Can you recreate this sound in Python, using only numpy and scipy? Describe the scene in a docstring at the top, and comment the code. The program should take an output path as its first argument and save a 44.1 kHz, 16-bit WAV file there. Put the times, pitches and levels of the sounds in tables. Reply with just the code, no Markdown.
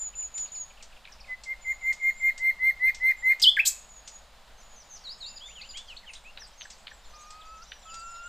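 """Nightingale in a poplar

A nightingale sings four thin whistles, a crescendo of eleven fluted notes and a loud three-part flourish,
clucks softly and starts two low, drawn-out whistles: syrinx tones on pitch curves, with noise where they rasp.
Other small birds warble, chirp and tick farther off, as bent tones and short bursts of noise.
Decaying noise echoes scatter every note in the foliage, over a faint outdoor hush and a low rumble of air."""
import sys
import numpy as np
from scipy import signal
from scipy.fft import rfft, irfft, next_fast_len
from scipy.io import wavfile
from scipy.ndimage import map_coordinates

SR = 44100
rng = np.random.default_rng(int(sys.argv[2]) if len(sys.argv) > 2 else 0)


def store_wav(level_fs):
    """Save 16-bit WAV to argv[1]."""
    pcm = np.round(np.clip(np.atleast_2d(level_fs), -1, 1) * 32767)
    wavfile.write(sys.argv[1], SR, pcm.T.astype(np.int16))


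N = 365148
TOP_HZ = 15500  # upper band limit

# falling syllable, drops fast then eases: (share of length [0-1], share of pitch [0-1])
FALL_CONTOUR = [(0, 0.96), (.5, .81), (1, .69)]


def amp(db):
    """Decibels to gain."""
    return 10 ** (np.asarray(db) / 20)


def unit(x):
    """Scale to rms 1."""
    return x / np.sqrt(np.mean(x ** 2) + 1e-20)


def along(points, hz):
    """Read (Hz, value) points on a log frequency axis."""
    f, v = np.transpose(points)
    return np.interp(np.log(hz + 1), np.log(f + 1), v)


def filtered(x, response):
    """x with its spectrum multiplied by response(Hz)."""
    n = x.shape[-1]
    m = next_fast_len(n + 8192)
    gain = response(np.fft.rfftfreq(m, 1 / SR))
    return irfft(rfft(x, m) * gain, m)[..., :n]


def noise(spectrum, n):
    """n samples of coloured noise of rms 1."""
    white = rng.standard_normal(n)
    return unit(filtered(white, lambda hz: amp(along(spectrum, hz))))


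def wobble(rate, n):
    """A smooth random curve, rate knots a second."""
    knots = rng.standard_normal(int(n * rate / SR) + 4)
    return map_coordinates(knots, [np.arange(n) * rate / SR])


def clock(length):
    """Sample times [s] of a note."""
    return np.arange(int(length * SR)) / SR


def ramp(x):
    """A smooth step from 0 to 1."""
    return np.sin(np.clip(x, 0, 1) * np.pi / 2) ** 2


def add(track, s, note):
    """Mix a note into a track at time s [s], cut to the track."""
    i = round(s * SR)
    note = note[max(-i, 0):max(N - i, 0)]
    track[max(i, 0):max(i, 0) + len(note)] += note


def stereo(mid, side, width):
    """Two close microphones hear almost the same: a shared mid and a weak side of opposite sign."""
    side = filtered(side, lambda hz: amp(along(width, hz)))
    return np.array([mid + side, mid - side])


def among_leaves(x, near_db, far_db, bright_db):
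    """Near leaves scatter a quick cluster of echoes, the trees a longer tail; bright_db shapes their treble."""
    # tail decay: (frequency [Hz], t60 [s])
    tail_t60 = [(500, 0.23), (2000, 0.42), (6000, 0.37), (9000, 0.43), (15000, 0.24)]
    # reflection of the leaves: (frequency [Hz], share of bright_db [ratio])
    leaf_share = [(2000, 0.051), (4000, 1.27), (7000, 1.4), (10500, 0.063), (12700, 0.63), (15000, .9)]
    # width of the echoes: (frequency [Hz], side gain [dB])
    echo_width = [(2000, -58.5), (5000, -19.5), (8000, -22.5), (13000, -9.5)]
    hz, t, z = signal.stft(rng.standard_normal((2, SR // 2)), SR, nperseg=256)
    decay = amp(-60 * t / along(tail_t60, hz)[:, None])
    far = signal.istft(z * decay, SR, nperseg=256)[1]
    t = np.arange(far.shape[1]) / SR
    near = rng.standard_normal(far.shape) * amp(-60 * t / 0.14)
    near = near * ramp(t / 0.0037)
    far = far * ramp(t / 0.01)
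    echo = sum(amp(db) * e / np.linalg.norm(e[0]) for db, e in [(near_db, near), (far_db, far)])
    wet = signal.fftconvolve(x[None], echo, axes=1)[:, :N]
    mid, side = filtered(wet, lambda f: amp(bright_db * along(leaf_share, f)))
    return x + stereo(mid, side, echo_width)


def syrinx(hz, overtones=()):
    """A nearly pure tone on a pitch curve, fundamental of rms 1, with weak overtones (number, dB)."""
    phase = 2 * np.pi * np.cumsum(hz) / SR
    upper = sum(amp(db) * np.sin(k * phase) * (k * hz < SR / 2) for k, db in overtones)
    return np.sqrt(2) * (np.sin(phase) + upper)


def loud_syrinx(hz, blur, edge=1):
    """A strong pure tone; overtones follow the throat's resonances and smear where the flow is turbulent."""
    # throat resonances: (frequency [Hz], overtone strength at edge 1 [dB re fundamental])
    throat = [(3000, -29), (4200, -38), (5500, -48), (7500, -49.5), (9500, -37), (11000, -50),
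              (12600, -30.5), (13600, -48), (14500, -36.5), (15500, -46.5)]
    phase, n = 2 * np.pi * np.cumsum(hz) / SR, len(hz)
    overtones = 0
    for k in range(2, 10):
        strength = amp(along(throat, k * hz)) * (k * hz < TOP_HZ)
        smear = blur * np.sqrt(k) * wobble(1000, n)
        overtones = overtones + strength * np.sin(k * phase + smear)
    return np.sqrt(2) * (np.sin(phase) + edge * overtones)


def air(hush_db=-57, rumble_db=-53.5):
    """A near-steady hush of distant leaves and traffic over a slowly heaving rumble."""
    # hush spectrum: (frequency [Hz], relative level [dB])
    hush_colour = [(59, -28.5), (100, -5.5), (209, -2.5), (293, -11), (377, -11), (551, -0.5), (823, 0.5),
                   (2220, -7), (3830, -6.5), (5040, -10.5), (5970, -17), (6770, -13), (9890, -22.5),
                   (14500, -26.5), (15400, -25)]
    # rumble spectrum: (frequency [Hz], relative level [dB])
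    rumble_colour = [(4, -2.5), (12, 6.5), (25, -7.5), (38, -4), (50, -1.5), (62, -9.5), (80, -24.5),
                     (120, -29.5), (300, -69)]
    # width of the air: (frequency [Hz], side gain [dB])
    air_width = [(25, -25), (90, -14.5), (300, -13.5), (700, -22), (2000, -19.5), (8000, -6.5)]
    hush = stereo(noise(hush_colour, N), noise(hush_colour, N), air_width)
    rumble = stereo(noise(rumble_colour, N), noise(rumble_colour, N), air_width)
    hush = amp(hush_db + 0.69 * wobble(20.0, N)) * hush
    rumble = amp(rumble_db + 0.83 * wobble(1.8, N)) * rumble
    return hush + rumble


def slur(length, start_hz, middle_hz, end_hz, jitter):
    """A note that bends along an arc through three pitches, loudest in its middle."""
    u = clock(length) / length
    arc_hz = 2 * u * (1 - u) * (2 * middle_hz - start_hz - end_hz)
    hz = start_hz + (end_hz - start_hz) * u + arc_hz
    return np.sin(np.pi * u) ** 0.59 * syrinx(hz * (1 + jitter * wobble(400, len(u))))


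def twitter(count=150, low_hz=3200, high_hz=8000, bend=0.1235, trim_db=-3):
    """Many faint chirps from deep in the trees, at random times and pitches in the later part."""
    # loudness of the twitter: (time [s], level before trim and scatter [dB])
    loudness = [(4.852, -56), (5.7, -65), (6.5, -63.5), (7.3, -61.5), (7.8, -63.5), (8.28, -59)]
    out = np.zeros(N)
    times, levels = np.transpose(loudness)
    for when, pitch, span, a, b, size in rng.random((count, 6)):
        s = times[0] + (times[-1] - times[0]) * when ** .7  # denser toward the end
        hz = low_hz + (high_hz - low_hz) * pitch
        db = np.interp(s, times, levels) + trim_db + 7 * (size - .5)
        start_hz = hz * (1 + bend * (2 * a - 1))
        end_hz = hz * (1 + bend * (2 * b - 1.4))
        add(out, s, amp(db) * slur(0.0103 + 0.02 * span, start_hz, hz, end_hz, jitter=0.01))
    return out


def ticks(trim_db=-1, t60_s=0.068):
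    """A bird's dry tick: a burst of noise that dies at once."""
    # ticking calls: (time [s], level before trim and envelope [dB])
    calls = [(.377, -35), (.825, -38.5), (1.436, -37.5), (1.927, -36), (2.378, -36.5), (2.946, -35.5),
             (3.398, -31.5), (4.076, -35), (5.772, -33.5), (6.134, -37), (6.702, -37.5), (7.305, -40.5),
             (7.941, -38.5)]
    # tick spectrum: (frequency [Hz], relative level [dB])
    colour = [(1000, -23.5), (1800, -8.5), (3500, -3), (5500, 0), (7000, -0.5), (8300, -3), (9500, -27.5),
              (15000, -35.5)]
    out, t = np.zeros(N), clock(.06)
    for s, db in calls:
        level = amp(db + trim_db - 60 * t / t60_s) * ramp(t / 0.0048)
        add(out, s - .002, level * noise(colour, len(t)))
    return out


def syllables(shape, rows, jitter=0.0055, octave_db=-31, flutter_db=1.5):
    """One syllable type, stretched and transposed for each row and loudest in its middle."""
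    out = np.zeros(N)
    for s, length, pitch_hz, db in rows:
        u = clock(length) / length
        hz = pitch_hz * np.interp(u, *np.transpose(shape)) * (1 + jitter * wobble(393, len(u)))
        level = amp(db + flutter_db * wobble(140, len(u))) * np.sin(np.pi * u) ** 0.46
        add(out, s, level * syrinx(hz, [(2, octave_db)]))
    return out


def chips(count=11, scatter_s=0.026, scatter_pitch=0.043, scatter_db=1.0):
    """A far bird repeats a faint, ragged falling chip at an uneven pace."""
    from_s, to_s = .08, 1.3
    length_s, pitch_hz, level_db = 0.016, 3200, -54.5  # mean pitch and level
    beats = np.linspace(from_s, to_s, count)
    rows = [(s + scatter_s * a, length_s, pitch_hz * (1 + scatter_pitch * b), level_db + scatter_db * c)
            for s, (a, b, c) in zip(beats, rng.standard_normal((count, 3)))]
    return syllables(FALL_CONTOUR, rows, jitter=0.043)


def warblers():
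    """The neighbours string their song together from eight syllable types, each a pitch contour."""
    # contours: (share of length [0-1], share of pitch [ratio])
    # rows: (start [s], length [s], pitch [Hz], level [dB])
    # hooks hold their pitch, then plunge
    hook_contour = [(0, 0.97), (.6, .94), (.8, .85), (1, .63)]
    hooks = [(4.573, 0.055, 6600, -60), (4.754, 0.08, 6470, -54), (4.897, 0.084, 6610, -48),
             (5.361, 0.024, 5190, -42.5), (5.689, 0.027, 5120, -43.5), (6.577, .068, 6680, -49.5)]
    # dips sink to their pitch and climb out again
    dip_contour = [(0, 1.26), (.2, 1.1), (.44, 1), (.66, 1.22), (1, 1.43)]
    dips = [(5.039, .098, 3755, -40.5), (5.203, 0.095, 3610, -41)]
    # flicks dart up to their pitch and back
    flick_contour = [(0, .62), (.4, 1), (.6, 1), (1, 0.78)]
    flicks = [(5.611, 0.018, 4680, -42), (5.964, .018, 4370, -43), (6.149, 0.027, 3980, -47),
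              (6.461, .03, 8100, -59), (7.195, 0.039, 8070, -60), (7.986, 0.026, 7990, -52.5)]
    # rises climb and level off
    rise_contour = [(0, .76), (.2, .88), (1, 1)]
    rises = [(5.401, 0.085, 3690, -46.5), (5.734, 0.084, 3574, -43.5), (6.243, 0.067, 2840, -50.5)]
    # upsweeps climb steadily through a wide span
    upsweep_contour = [(0, 0.6), (.5, .8), (1, 1)]
    upsweeps = [(5.478, 0.059, 3286, -53.5), (5.608, 0.061, 3280, -51), (5.741, 0.063, 3230, -52),
                (7.135, .039, 6500, -58.5), (7.618, .026, 6900, -53)]
    # falls, on the shared contour
    falls = [(.47, 0.028, 5320, -54), (0.547, 0.024, 5800, -52), (.799, 0.022, 3170, -54.5),
             (0.919, .022, 3200, -59), (1.121, 0.011, 6660, -48.5), (1.201, 0.017, 6200, -51.5),
             (5.55, 0.067, 3500, -48), (5.871, 0.044, 5400, -56), (5.883, 0.058, 3460, -45.5),
             (6.028, 0.035, 2300, -58.5), (6.063, 0.057, 3452, -48), (6.086, 0.018, 2790, -52),
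             (6.393, .066, 6530, -48), (6.715, 0.025, 6200, -53), (7.41, 0.019, 4220, -51.5),
             (7.825, .024, 4500, -58), (7.86, 0.065, 3700, -54.5)]
    # slides sag gently from a high pitch
    slide_contour = [(0, 0.97), (.5, .965), (1, .92)]
    slides = [(2.152, 0.15, 7500, -55), (3.165, .12, 7500, -58), (6.092, .11, 9300, -63.5),
              (7.185, .056, 6800, -56.5)]
    # pipes stay nearly level
    pipe_contour = [(0, 1), (.5, .993), (1, .975)]
    pipes = [(.3, 0.33, 3700, -69.5), (5.226, 0.19, 2730, -61), (7.658, 0.141, 5940, -60),
             (7.865, 0.18, 4810, -57)]
    kinds = [(hook_contour, hooks), (dip_contour, dips), (flick_contour, flicks), (rise_contour, rises),
             (upsweep_contour, upsweeps), (FALL_CONTOUR, falls), (slide_contour, slides), (pipe_contour, pipes)]
    return sum(syllables(shape, rows) for shape, rows in kinds)


def thin_note(length, top_hz, sag_hz_per_s, hook=0.053, jitter=0.0065):
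    """A high whistle that hooks up toward its top pitch and sags slowly."""
    t = clock(length)
    sagging_hz = top_hz - sag_hz_per_s * np.maximum(t - .025, 0)
    hz = sagging_hz * (1 - hook * np.exp(-t / .008) + jitter * wobble(200, len(t)))
    swell = ramp(t / .0018) * np.interp(t, [0, .04], [.35, 1]) * ramp((length - t) / 0.041)
    return amp(2.07 * wobble(65.3, len(t))) * swell * syrinx(hz, [(2, -42)])


def thin_runs(count=3):
    """A neighbour answers with runs of the thin whistle at an even pace."""
    # runs: (start [s], period [s], top pitch [Hz], first level [dB], change per note [dB])
    runs = [(1.61, .19, 7105, -53.5, -2.5), (3.704, 0.17, 6940, -52, -1.5), (4.599, 0.22, 6980, -62.5, -2),
            (5.216, .208, 7165, -55, -1), (7.82, .2, 7225, -55.5, 1)]
    duty, sag_hz_per_s = 0.93, 2100  # duty: share of the period that sounds
    out = np.zeros(N)
    for s, period, top_hz, db, change_db in runs:
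        for k in range(count):
            note = thin_note(duty * period, top_hz, sag_hz_per_s, hook=0.025)
            add(out, s + k * period, amp(db + k * change_db) * note)
    return out


def stroke(length, start_hz, end_hz, jitter=0.066, burst_db=-4):
    """A ragged sweep with a noise burst, so short it sounds like a wet click; narrow sweeps stay purer."""
    # burst spectrum: (frequency [Hz], relative level [dB])
    colour = [(900, -26), (1600, 6.5), (2500, -4.5), (3700, 7), (4500, -1), (5500, -34), (12000, -35)]
    u = clock(length) / length
    hz = start_hz * (end_hz / start_hz) ** u * (1 + jitter * wobble(1410, len(u)))
    octaves = abs(np.log2(end_hz / start_hz))
    burst = amp(burst_db) * octaves * noise(colour, len(u))
    return np.sin(np.pi * u) * (syrinx(hz) + burst)


def clucks(trim_db=-2.5):
    """Each cluck is a sharp downward stroke, a weaker rebound and a short low after-note."""
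    # clucks: (time [s], start pitch [Hz], level before trim [dB],
    #          rebound [dB re first stroke], after-note [dB re first stroke])
    rows = [(1.052, 4230, -42, -8, -15), (1.073, 3100, -43, -4, -15), (6.373, 5120, -38.5, -7, -7),
            (6.608, 5120, -37.5, -2, -4.5), (6.869, 4670, -36, -2.5, -5.5), (7.718, 4210, -34, -14, -21)]
    stroke_s, end_hz, rebound_s = 0.00547, 1894, .0085
    after_gap_s, after_s, after_start_hz, after_end_hz = .043, 0.012, 1894, 1540
    out = np.zeros(N)
    for s, start_hz, db, rebound_db, after_db in rows:
        add(out, s, amp(db) * stroke(stroke_s, start_hz, end_hz))
        add(out, s + rebound_s, amp(db + rebound_db) * stroke(stroke_s, start_hz, end_hz))
        add(out, s + after_gap_s, amp(db + after_db) * stroke(after_s, after_start_hz, after_end_hz))
    return amp(trim_db) * out


def low_whistles(quaver=.005):
    """Two soft, slightly quavering syrinx whistles open the next phrase."""
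    # one curve a whistle: (time [s], pitch [Hz], level [dB])
    curves = [
        [(7.12, 1238, -69), (7.138, 1222, -54), (7.226, 1216, -54), (7.542, 1303, -49), (7.596, 1290, -52.5),
         (7.635, 1410, -49.5)],
        [(7.85, 1286, -52), (7.862, 1300, -50.5), (7.91, 1310, -49.5), (7.936, 1339, -45), (8.24, 1383, -43),
         (8.28, 1430, -41.5)],
    ]
    out = np.zeros(N)
    for rows in curves:
        s, hz, db = np.transpose(rows)
        t = s[0] + clock(s[-1] - s[0])
        pitch_hz = np.interp(t, s, hz) * (1 + quaver * wobble(96.0, len(t)))
        gate = ramp((t - s[0]) / 0.0075) * ramp((s[-1] - t) / 0.0039)
        tone = syrinx(pitch_hz, [(2, -14.0), (3, -38)])
        add(out, s[0], gate * amp(np.interp(t, s, db)) * tone)
    return out


def thin_whistles():
    """The singer opens with four thin, sagging whistles."""
    # whistles: (start [s], top pitch [Hz], level [dB])
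    whistles = [(-.025, 7114, -36.5), (.152, 7110, -35.5), (0.34, 7070, -34.5), (0.518, 7010, -36)]
    out = np.zeros(N)
    for s, top_hz, db in whistles:
        add(out, s, amp(db) * thin_note(0.14, top_hz, sag_hz_per_s=3300))
    return out


def fluted_notes(buzz_hz=350, buzz_depth=0.015, buzz_bend=0.026, jitter=0.0037, droop=0.28,
                 blur=0.44, buzz_blur=1.0, full_db=-19):
    """Notes slide in, swell and, if firm, drop as they close; the hardest break into a buzz near the end."""
    # notes: (start [s], length [s], body pitch [Hz], level before shaping [dB], buzz [0-1])
    notes = [(1.27, 0.092, 2022, -33.5, .06), (1.45, 0.094, 2058, -30, .1), (1.638, 0.096, 2030, -25.5, 0),
             (1.809, .12, 2040, -23, .2), (1.994, .12, 2085, -21.5, .25), (2.193, .12, 2072, -20, .55),
             (2.387, 0.13, 2037, -20, 0.03), (2.586, 0.13, 2004, -18.5, 0.07),
             (2.792, 0.12, 1967, -17.5, 1), (2.997, .13, 1997, -17, .9), (3.219, 0.12, 1987, -16.5, .9)]
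    # note shape: (share of length [0-1], share of the rise to the top pitch [0-1], loudness gain [0-1])
    contour = [(0, .1, 0), (.12, .15, .1), (.25, .35, 0.27), (.5, .62, 0.86), (.7, .9, .9), (.85, 1, 0.85),
               (1, .46, 0.97)]
    top_hz = 2120  # firm notes climb toward this pitch
    buzz_cost_db, buzz_shake_db = 1.2, 1  # level lost and shaken at full buzz
    gentle_db, firm_db = -33, -29.5  # climb and closing drop set in between these levels
    entry_high_hz, entry_low_hz, entry_turn_s = 2300, 1880, 2.3  # early notes enter from above, later from below
    out = np.zeros(N)
    share, *columns = np.transpose(contour)
    for s, length, body_hz, db, buzz in notes:
        t = clock(length)
        u, n = t / length, len(t)
        rise, loudness = [np.interp(u, share, c) for c in columns]
        force = ramp((db - gentle_db) / (firm_db - gentle_db))
        entry_hz = entry_high_hz if s < entry_turn_s else entry_low_hz
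        rough = buzz * ramp((u - .64) / 0.12)
        flutter = np.sin(2 * np.pi * np.cumsum(buzz_hz * (1 + 0.092 * wobble(180, n))) / SR)
        slide_hz = (entry_hz - body_hz) * np.exp(-(t / 0.011) ** 2)
        hz = body_hz + force * (top_hz - body_hz) * rise + slide_hz
        hz = hz * (1 - droop * force * np.exp((t - length) / 0.0042))
        shake = rough * (buzz_bend * flutter + 0.0053 * wobble(1500, n))
        hz = hz * (1 + jitter * wobble(500, n) + shake)
        close_s = np.interp(force, [0, 1], [.035, .018])  # gentle notes fade, forceful ones snap shut
        gate = ramp(t / 0.0045) * ramp((length - t) / close_s)
        level = amp(db + rough * (buzz_shake_db * wobble(130, n) - buzz_cost_db)) * loudness * gate
        edge = (level / amp(full_db)) ** 0.5  # overtones grow with the air pressure
        tone = loud_syrinx(hz, blur * u + buzz_blur * rough, edge)
        add(out, s, level * (1 + buzz_depth * rough * flutter) * tone)
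    return out


def gesture(rows, octave_db, hiss_db, jitter, blur=0.52, edge=1):
    """One fast sweep of the syrinx; rasp shakes its pitch and level and adds hiss."""
    # hiss spectrum: (frequency [Hz], relative level [dB])
    hiss_colour = [(1500, -27), (3000, -16.5), (5000, -5.5), (7400, 7.5), (9000, 2.5), (10600, -16),
                   (12700, 3.5), (15500, -16.5)]
    s, *columns = np.transpose(rows)
    t = s[0] + clock(s[-1] - s[0])
    hz, db, rasp = [np.interp(t, s, c) for c in columns]
    hz = hz * (1 + jitter * rasp * wobble(1500, len(t)))
    tone = loud_syrinx(hz, blur + rasp, edge) + amp(octave_db) * syrinx(2 * hz)
    hiss = amp(hiss_db) * rasp * noise(hiss_colour, len(t))
    voice = tone * amp(2.0 * rasp * wobble(700, len(t))) + hiss
    out = np.zeros(N)
    add(out, s[0], amp(db) * voice)
    return out


def flourish():
    """A swoop with a bright spark at its start, a scoop and a rising zip in two voices, all fast sweeps."""
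    # all five curves: (time [s], pitch [Hz], level of the tone [dB], rasp [0-1])
    swoop_curve = [(3.418, 2710, -45.5, 0.82), (3.424, 3470, -29, .9), (3.427, 4800, -16.5, .7),
                   (3.431, 5270, -20, 0.4), (3.44, 3560, -15, .6), (3.446, 3130, -17.5, 0.07),
                   (3.458, 2907, -20.5, 0.2), (3.468, 3042, -15, 0), (3.478, 3214, -12.5, 0.07),
                   (3.49, 3426, -14.5, 0.05), (3.503, 3540, -24.5, 0.3), (3.514, 3430, -44, .27)]
    # a bright, rasping overtone flashes upward as the swoop begins, same columns
    spark_curve = [(3.418, 4640, -30, 0.7), (3.423, 5490, -27, 0.27), (3.426, 7800, -35, 0.33),
                   (3.43, 9400, -30, 0.53)]
    # drop and rebound in pitch, same columns
    scoop_curve = [(3.567, 2390, -31, .5), (3.573, 1716, -22.5, .1), (3.584, 1550, -27, .1),
                   (3.593, 2186, -19, .1), (3.603, 2640, -15.5, .05), (3.609, 2590, -25, .1),
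                   (3.617, 2450, -37.5, .2)]
    # lower and upper voice of the zip, same columns
    zip_low_curve = [(3.649, 2570, -56, 0.93), (3.658, 3187, -34.5, 0.93), (3.666, 3730, -29, 0.94),
                     (3.675, 4780, -30.5, 0.43), (3.683, 6140, -29.5, 0.38), (3.697, 7200, -44.5, 0.66)]
    zip_high_curve = [(3.652, 3770, -42.5, 1), (3.658, 4360, -29, 0.98), (3.669, 6300, -27.5, 1),
                      (3.677, 7270, -21, 0.53), (3.683, 7820, -22.5, 0.28), (3.696, 8030, -39, 1)]
    swoop = gesture(swoop_curve, octave_db=-42.5, hiss_db=-15.5, jitter=0.013, edge=.6)
    spark = gesture(spark_curve, octave_db=-18.0, hiss_db=1, jitter=0.033)
    scoop = gesture(scoop_curve, octave_db=-37, hiss_db=-16.0, jitter=.04, edge=0.83)
    zip_low = gesture(zip_low_curve, octave_db=-7.0, hiss_db=-2.5, jitter=0.042)
    zip_high = gesture(zip_high_curve, octave_db=-25.0, hiss_db=1.5, jitter=0.028)
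    return swoop + spark + scoop + zip_low + zip_high


def scene():
    """The near singer is drier; the farther birds lie deep in the foliage."""
    distant = among_leaves(twitter(), near_db=-6.5, far_db=-8, bright_db=4)
    neighbour_calls = warblers() + thin_runs() + chips() + ticks()
    neighbours = among_leaves(neighbour_calls, near_db=-9.0, far_db=-13, bright_db=2)
    whistles = among_leaves(thin_whistles() + low_whistles(), near_db=-19.0, far_db=-15.5, bright_db=-0.5)
    crescendo = among_leaves(fluted_notes(), near_db=-13.5, far_db=-21.5, bright_db=12.5)
    sharp_notes = among_leaves(flourish() + clucks(), near_db=-9.5, far_db=-19.5, bright_db=3.5)
    return air() + distant + neighbours + whistles + crescendo + sharp_notes


def record(dry):
    """Band limit: only what lies below TOP_HZ passes."""
    return filtered(dry, lambda hz: hz < TOP_HZ)


dry = scene()
out = record(dry)
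store_wav(out)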